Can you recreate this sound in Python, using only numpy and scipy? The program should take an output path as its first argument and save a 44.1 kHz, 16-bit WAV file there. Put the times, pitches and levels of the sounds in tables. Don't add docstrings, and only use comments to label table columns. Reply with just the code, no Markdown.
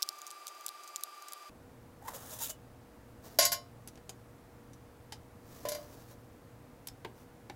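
import sys
import numpy as np
from scipy import signal
from scipy.fft import rfft, irfft
from scipy.io import wavfile
from scipy.ndimage import uniform_filter1d

SR = 44100
rng = np.random.default_rng(int(sys.argv[2]) if len(sys.argv) > 2 else 0)


def bounce(signal):
    frames = np.transpose(np.atleast_2d(signal))
    limited = np.clip(frames, -1, 1)
    pcm = np.round(limited * 32767).astype(np.int16)
    wavfile.write(sys.argv[1], SR, pcm)


N = 333043
T = np.arange(N) / SR


def amp(db):
    return 10 ** (np.asarray(db) / 20)


def unit_rms(x):
    return x / np.sqrt(np.mean(x ** 2) + 1e-20)


def curve_at(points, hz):
    freqs, values = np.transpose(points)
    return np.interp(np.log(hz + 1), np.log(freqs), values)


def add(mix, start_s, sound):
    part = mix[round(start_s * SR):][:len(sound)]
    part += sound[:len(part)]


def held(start_s, end_s, rise_s, fall_s):
    return amp(-20 * (np.maximum(start_s - T, 0) / rise_s + np.maximum(T - end_s, 0) / fall_s))


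def swell(peak_s, half_s):
    return np.exp(-np.minimum(((T - peak_s) / half_s) ** 2, 20))


def coloured(x, colour):
    gain = amp(curve_at(colour, np.fft.rfftfreq(len(x), 1 / SR)))
    return unit_rms(irfft(rfft(x) * gain, len(x)))


def burst(colour, t60, ring_hz=1000, ring_db=0, octaves=.2, size=8192):
    hz, t = np.fft.rfftfreq(size, 1 / SR), np.arange(size) / SR
    shape_db = curve_at(colour, hz) + ring_db * np.exp(-(np.log2((hz + 1) / ring_hz) / octaves) ** 2)
    noise = irfft(amp(shape_db) * np.exp(2j * np.pi * rng.random(len(hz))))
    fade = amp(-60 * t / t60) * (1 - np.exp(-t / 0.0002))
    return unit_rms(noise * fade) * np.sqrt(np.mean(fade ** 2))


def ring(modes, tilt_db=0, spread_db=2.5, damping=1):
    hz, db, t60 = np.transpose(modes)[:, :, None]
    t = np.arange(SR // 2) / SR
    weight = amp(db + tilt_db * np.log2(hz / 4000) + spread_db * rng.standard_normal(hz.shape))
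    waves = np.sin(2 * np.pi * (hz * t + rng.random(hz.shape))) * amp(-60 * t * damping / t60)
    attack = 1 - np.exp(-t / .0004)
    return (weight * waves).sum(0) / np.sqrt(np.sum(weight ** 2) / 2) * attack


def resonate(drive, modes):
    return unit_rms(signal.oaconvolve(drive, ring(modes))[:N])


def slips(per_s, spread_db):
    size = amp(spread_db * np.minimum(rng.exponential(1, N), 4))
    return size * rng.choice([-1, 1], N) * (rng.random(N) < per_s / SR)


def air_and_hum(air, hum, air_db):
    tones = sum(amp(db) * np.sqrt(2) * np.sin(2 * np.pi * (hz * T + rng.random())) for hz, db in hum)
    return amp(air_db) * coloured(rng.standard_normal(N), air) + tones


def room_tone():
    air = [(25, -15.5), (60, -4.5), (115, -2), (190, -10), (255, -5.5), (400, -13.5), (600, -13.5),
           (1000, -18), (1800, -24.5), (3200, -33), (6000, -35.5), (15500, -37)]
    hum = [(117.9, -66), (120, -68), (234.3, -76), (258.3, -73), (479.1, -66)]
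    return air_and_hum(air, hum, air_db=-56)


def fast_room_tone():
    air = [(80, -71), (150, -34.5), (200, -32), (300, -22), (360, -12), (470, -18), (750, -9.5),
           (1000, -15), (1350, -12.5), (1800, -18), (4800, -20.5), (8000, -24), (15500, -31.5)]
    hum = [(1179, -56), (1200, -58), (2342, -69.5), (2584, -73), (4791, -65.5), (7413, -77), (12274, -77)]
    return air_and_hum(air, hum, air_db=-56.5)


def room_reverb(x):
    decay = [(150, 0.4), (1000, 0.17), (5000, 0.13), (15000, 0.092)]
    size = SR // 2
    reflections = rng.choice([-1., 1.], size) * (rng.random(size) < .07) * (T[:size] > .005)
    hz, t, spectra = signal.stft(reflections, SR, nperseg=256)
    fade = amp(-60 * t / curve_at(decay, hz)[:, None])
    tail = signal.istft(spectra * fade, SR, nperseg=256)[1]
    return signal.oaconvolve(x, tail / np.linalg.norm(tail))[:N]


def carpet_rub():
    colour = [(150, 2), (500, 1.5), (1000, -2.5), (2500, -14.5), (6000, -9), (9000, -15), (15000, -10.5)]
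    scuffs = [(3.264, .028, -51), (3.33, .07, -58.5), (5.94, .03, -56.5), (6.017, 0.047, -60),
              (6.109, 0.029, -55), (7.2, 0.045, -62)]
    push = amp(-56) * held(5.52, 5.83, rise_s=0.13, fall_s=0.43)
    power = push ** 2 + sum((amp(db) * swell(peak_s, half_s)) ** 2 for peak_s, half_s, db in scuffs)
    return np.sqrt(power) * coloured(slips(per_s=4200, spread_db=2.5), colour)


def handling():
    # start_s, click_db, click_hz, click_t60_s, knock_db
    touches = [(3.8746, -40, 10600, 0.03, -56), (3.884, -47, 5950, 0.034, -70),
               (3.9554, -55.5, 6000, 0.032, -57.5), (3.9744, -57, 5040, 0.034, -52),
               (4.0933, -38, 6700, 0.04, -44.5), (4.733, -55.5, 5950, 0.059, -68.5),
               (5.122, -41.5, 5000, 0.078, -43), (5.653, -49, 1755, 0.19, -44),
               (6.8718, -34, 11500, 0.029, -68), (6.885, -38, 5400, 0.023, -57),
               (7.0478, -41.5, 3000, 0.032, -34.5), (7.4979, -41.5, 3730, 0.018, -38.5)]
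    knock = [(120, -23), (340, 2.5), (520, -6.5), (860, 2.5), (1200, -17), (2000, -9), (3500, -18),
             (8000, -48.5)]
    case_modes = [(3095, 2, 0.079), (3960, -3, 0.084), (4600, -13, 0.1), (5940, -9, 0.11),
                  (7450, -14, 0.13), (8958, -21, 0.19), (10120, -15, 0.15)]
    out = np.zeros(N)
    for start_s, click_db, hz, t60, knock_db in touches:
        click = [(400, -18), (1500, -6), (hz, 0), (hz * 1.6, -4), (hz * 3, -17)]
        add(out, start_s, amp(click_db) * burst(click, t60, ring_hz=hz, ring_db=7.5, octaves=0.093))
        add(out, start_s, amp(knock_db) * burst(knock, t60=0.05))
        add(out, start_s, amp(min(click_db, knock_db) - 12) * ring(case_modes, damping=0.061 / t60))
    return out


def fast_screwdriver():
    ticks = [(0.0223, -18, 5560), (0.0281, -14.5, 5200), (0.034, -31, 5760), (0.0894, -19, 5300),
             (0.217, -32, 7000), (0.267, -31, 6470), (0.305, -33, 6500), (.312, -33.5, 9500),
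             (.469, -27.5, 3830), (.6638, -21, 5750), (.6823, -29, 4100), (0.6896, -28, 4150),
             (0.96, -21.5, 7200), (0.965, -30.5, 5960), (1.036, -20, 12300), (1.322, -32, 5600),
             (1.3335, -29, 11400)]
    scratches = [(.274, -43), (.479, -37), (.835, -47), (.876, -44), (1.2835, -41)]
    colour = [(1000, -41), (2200, -22), (3400, -3.5), (7000, -0.5), (15500, -6)]
    out, tick_t60_s = np.zeros(N), 0.0072
    for start_s, db, hz in ticks:
        add(out, start_s, amp(db) * burst(colour, tick_t60_s, ring_hz=hz, ring_db=9, octaves=0.22))
        add(out, start_s, amp(db - 26) * burst(colour, t60=0.027))
    for start_s, db in scratches:
        add(out, start_s, amp(db) * burst(colour, t60=0.034, ring_hz=6600, ring_db=6, octaves=0.3))
    faint_ticks = signal.oaconvolve(slips(per_s=30, spread_db=4), burst(colour, tick_t60_s))[:N]
    out += amp(-67.5) * unit_rms(faint_ticks)
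    return signal.sosfilt(signal.butter(2, 1200, "high", fs=SR, output="sos"), out)


def sheet_modes(t60, count=320):
    shimmer = [(1400, -1.5), (2500, -10), (5000, 2), (7000, 2), (9000, -3.5), (12000, 6.5), (15500, -6.5)]
    hz = 1400 + 14400 * (np.arange(count) + rng.random(count)) / count
    decay_s = t60 * (hz / 4000) ** -.25 * rng.uniform(.6, 1.4, count)
    return np.c_[hz, curve_at(shimmer, hz), decay_s]


def edge_tings():
    tings = [(2.335, 5950, -50), (2.42, 6880, -37), (2.495, 2950, -49.5), (2.497, 7480, -54)]
    rise_s, t60_s = 0.0051, .11
    out, t = np.zeros(N), T[:SR // 2]
    envelope = (1 - np.exp(-t / rise_s)) * amp(-60 * t / t60_s)
    for start_s, hz, db in tings:
        add(out, start_s, amp(db) * envelope * np.sqrt(2) * np.sin(2 * np.pi * hz * t))
    return out


def squeak(hz):
    waver_hz = 45 * unit_rms(uniform_filter1d(rng.standard_normal(N), size=100))
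    phase = 2 * np.pi * np.cumsum(hz + waver_hz) / SR
    return np.sqrt(2) * (np.sin(phase) + amp(-14) * np.sin(2 * phase))


def cover_slide():
    grit_colour = [(710, -41), (1200, -19), (1800, -16), (2050, -12.5), (3690, -3), (4430, -26),
                   (4880, -13), (5610, -14), (6800, -2), (7480, -4.5), (15500, -2.5)]
    rumble_colour = [(300, -14), (600, -1), (900, -2), (1150, -3.5), (1700, -6), (2400, -19.5)]
    # peak_s, half_length_s, scrape_db, squeak_hz, squeak_db
    catches = [(2.025, 0.0056, -63, 790, -51.5), (2.063, 0.024, -59, 905, -52),
               (2.086, 0.0086, -43.5, 935, -38), (2.155, .023, -46.5, 555, -50),
               (2.328, 0.025, -46, 639, -52), (2.392, .003, -42.5, 1800, -62),
               (2.416, 0.017, -40, 926, -48), (2.444, 0.033, -38, 1390, -59),
               (2.502, .012, -43, 657, -50.5)]
    contact_colour = [(500, -20), (2000, -8), (3500, -1.5), (7000, 2.5), (12000, -2.5), (15500, 6.5)]
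    contacts = sum(resonate(slips(per_s=90, spread_db=2.5), sheet_modes(t60=.05, count=40))
                   for _ in range(6))
    grit = coloured(slips(per_s=2100, spread_db=3.0), grit_colour)
    scrape = unit_rms(coloured(contacts, contact_colour) + amp(2.5) * grit)

    start_s, end_s = 2.085, 2.51
    drag = held(start_s, end_s, rise_s=0.056, fall_s=0.029)
    dragged_s = np.clip(T, start_s, end_s) - start_s
    scrape_gain = drag * amp(-56.5 + 21 * dragged_s)
    rumble_gain = drag * amp(-55 - 12 * dragged_s)
    squeaks = np.zeros(N)
    for peak_s, half_s, scrape_db, hz, squeak_db in catches:
        grip = swell(peak_s, half_s)
        scrape_gain = np.hypot(scrape_gain, amp(scrape_db) * grip)
        rumble_gain = np.hypot(rumble_gain, amp(squeak_db - 6.5) * grip)
        squeaks += amp(squeak_db) * grip ** 2 * squeak(hz)
    rumble = coloured(slips(per_s=980, spread_db=1), rumble_colour)
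    return scrape_gain * scrape + rumble_gain * rumble + squeaks


def cover_clatter():
    cover_modes = [(694, -3, .55), (958, -14, .4), (1071, -1.5, .4), (1443, -5, .22), (1868, -11, .35),
                   (2083, -2, .42), (2333, -4, .3), (2902, -6, .35), (2995, -6, .4), (3160, -7, .3),
                   (3289, -9, .3), (3634, -6, .35), (3964, -3, .35), (4160, -1, .33), (4608, -1, .3),
                   (4774, 2, .3), (4891, 0, .33), (5270, -4, .3), (5370, 1, .35), (5535, -2, .33),
                   (5653, -3, .3), (6164, -3, .27), (6476, -5, .25), (6851, 2, .18), (6925, -2, .28),
                   (7706, -3, .26), (9270, -7, .28), (10218, 0, .28), (10880, -5, .28), (11990, -5, .25)]
    panel_modes = [(285, -22.5, 0.97), (467.7, -14.5, 0.92), (591, 1, 0.93), (619, -5.5, 0.58),
                   (665, -3, 0.56), (1008, -7.5, 0.47)]
    # start_s, ring_db, clash_db, panel_db, panel_t60_s, tilt_db_per_octave
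    blows = [(3.3875, -24, -17.5, -23.5, 0.12, -0.5), (3.3975, -32.5, -27, -42, .1, -2),
             (3.4518, -29, -21, -41, 0.18, 0.5), (3.5185, -36, -26.5, -44.5, 0.3, -1.5),
             (3.5275, -40, -26.5, -59, .2, -1), (5.652, -46, -46, -35, 0.45, -4),
             (5.6865, -46.5, -31.5, -50, .2, 0), (5.718, -43, -38, -41.5, 0.2, -1.5),
             (5.748, -52.5, -40, -48.5, 0.29, -3.5)]
    out, clash_modes = np.zeros(N), sheet_modes(t60=0.087)
    for start_s, ring_db, clash_db, panel_db, panel_t60, tilt_db in blows:
        add(out, start_s, amp(ring_db) * ring(cover_modes, tilt_db, damping=1.4))
        add(out, start_s, amp(clash_db) * ring(clash_modes, tilt_db, spread_db=3.5))
        add(out, start_s, amp(panel_db) * ring(panel_modes, damping=1 / panel_t60))

    buzz_colour = [(200, -20), (450, -8), (620, 4), (850, -18.5), (1050, -3), (1230, -23), (1600, -4),
                   (3000, -3.5), (4800, 1.5), (7000, 4.5), (9500, -11), (12000, -13.5), (15500, -19)]
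    impacts = slips(per_s=2100, spread_db=0)
    buzz = coloured(impacts, buzz_colour) + amp(-2.5) * resonate(impacts, cover_modes)
    on_edge = held(3.412, 3.452, rise_s=.014, fall_s=.026)
    return out + amp(-28) * on_edge * unit_rms(buzz)


def scene():
    cut_s = 1.497
    foley = cover_clatter() + cover_slide() + edge_tings() + carpet_rub() + handling()
    normal = foley + amp(-12) * room_reverb(foley) + room_tone()
    fast = fast_screwdriver() + fast_room_tone()
    return np.where(T < cut_s, fast, normal)[None]


def record(dry):
    cutoff_hz = 15900
    lowpass = signal.firwin(301, cutoff_hz, window=("kaiser", 8), fs=SR)
    return signal.oaconvolve(dry, lowpass[None], "same")


dry = scene()
out = record(dry)
bounce(out)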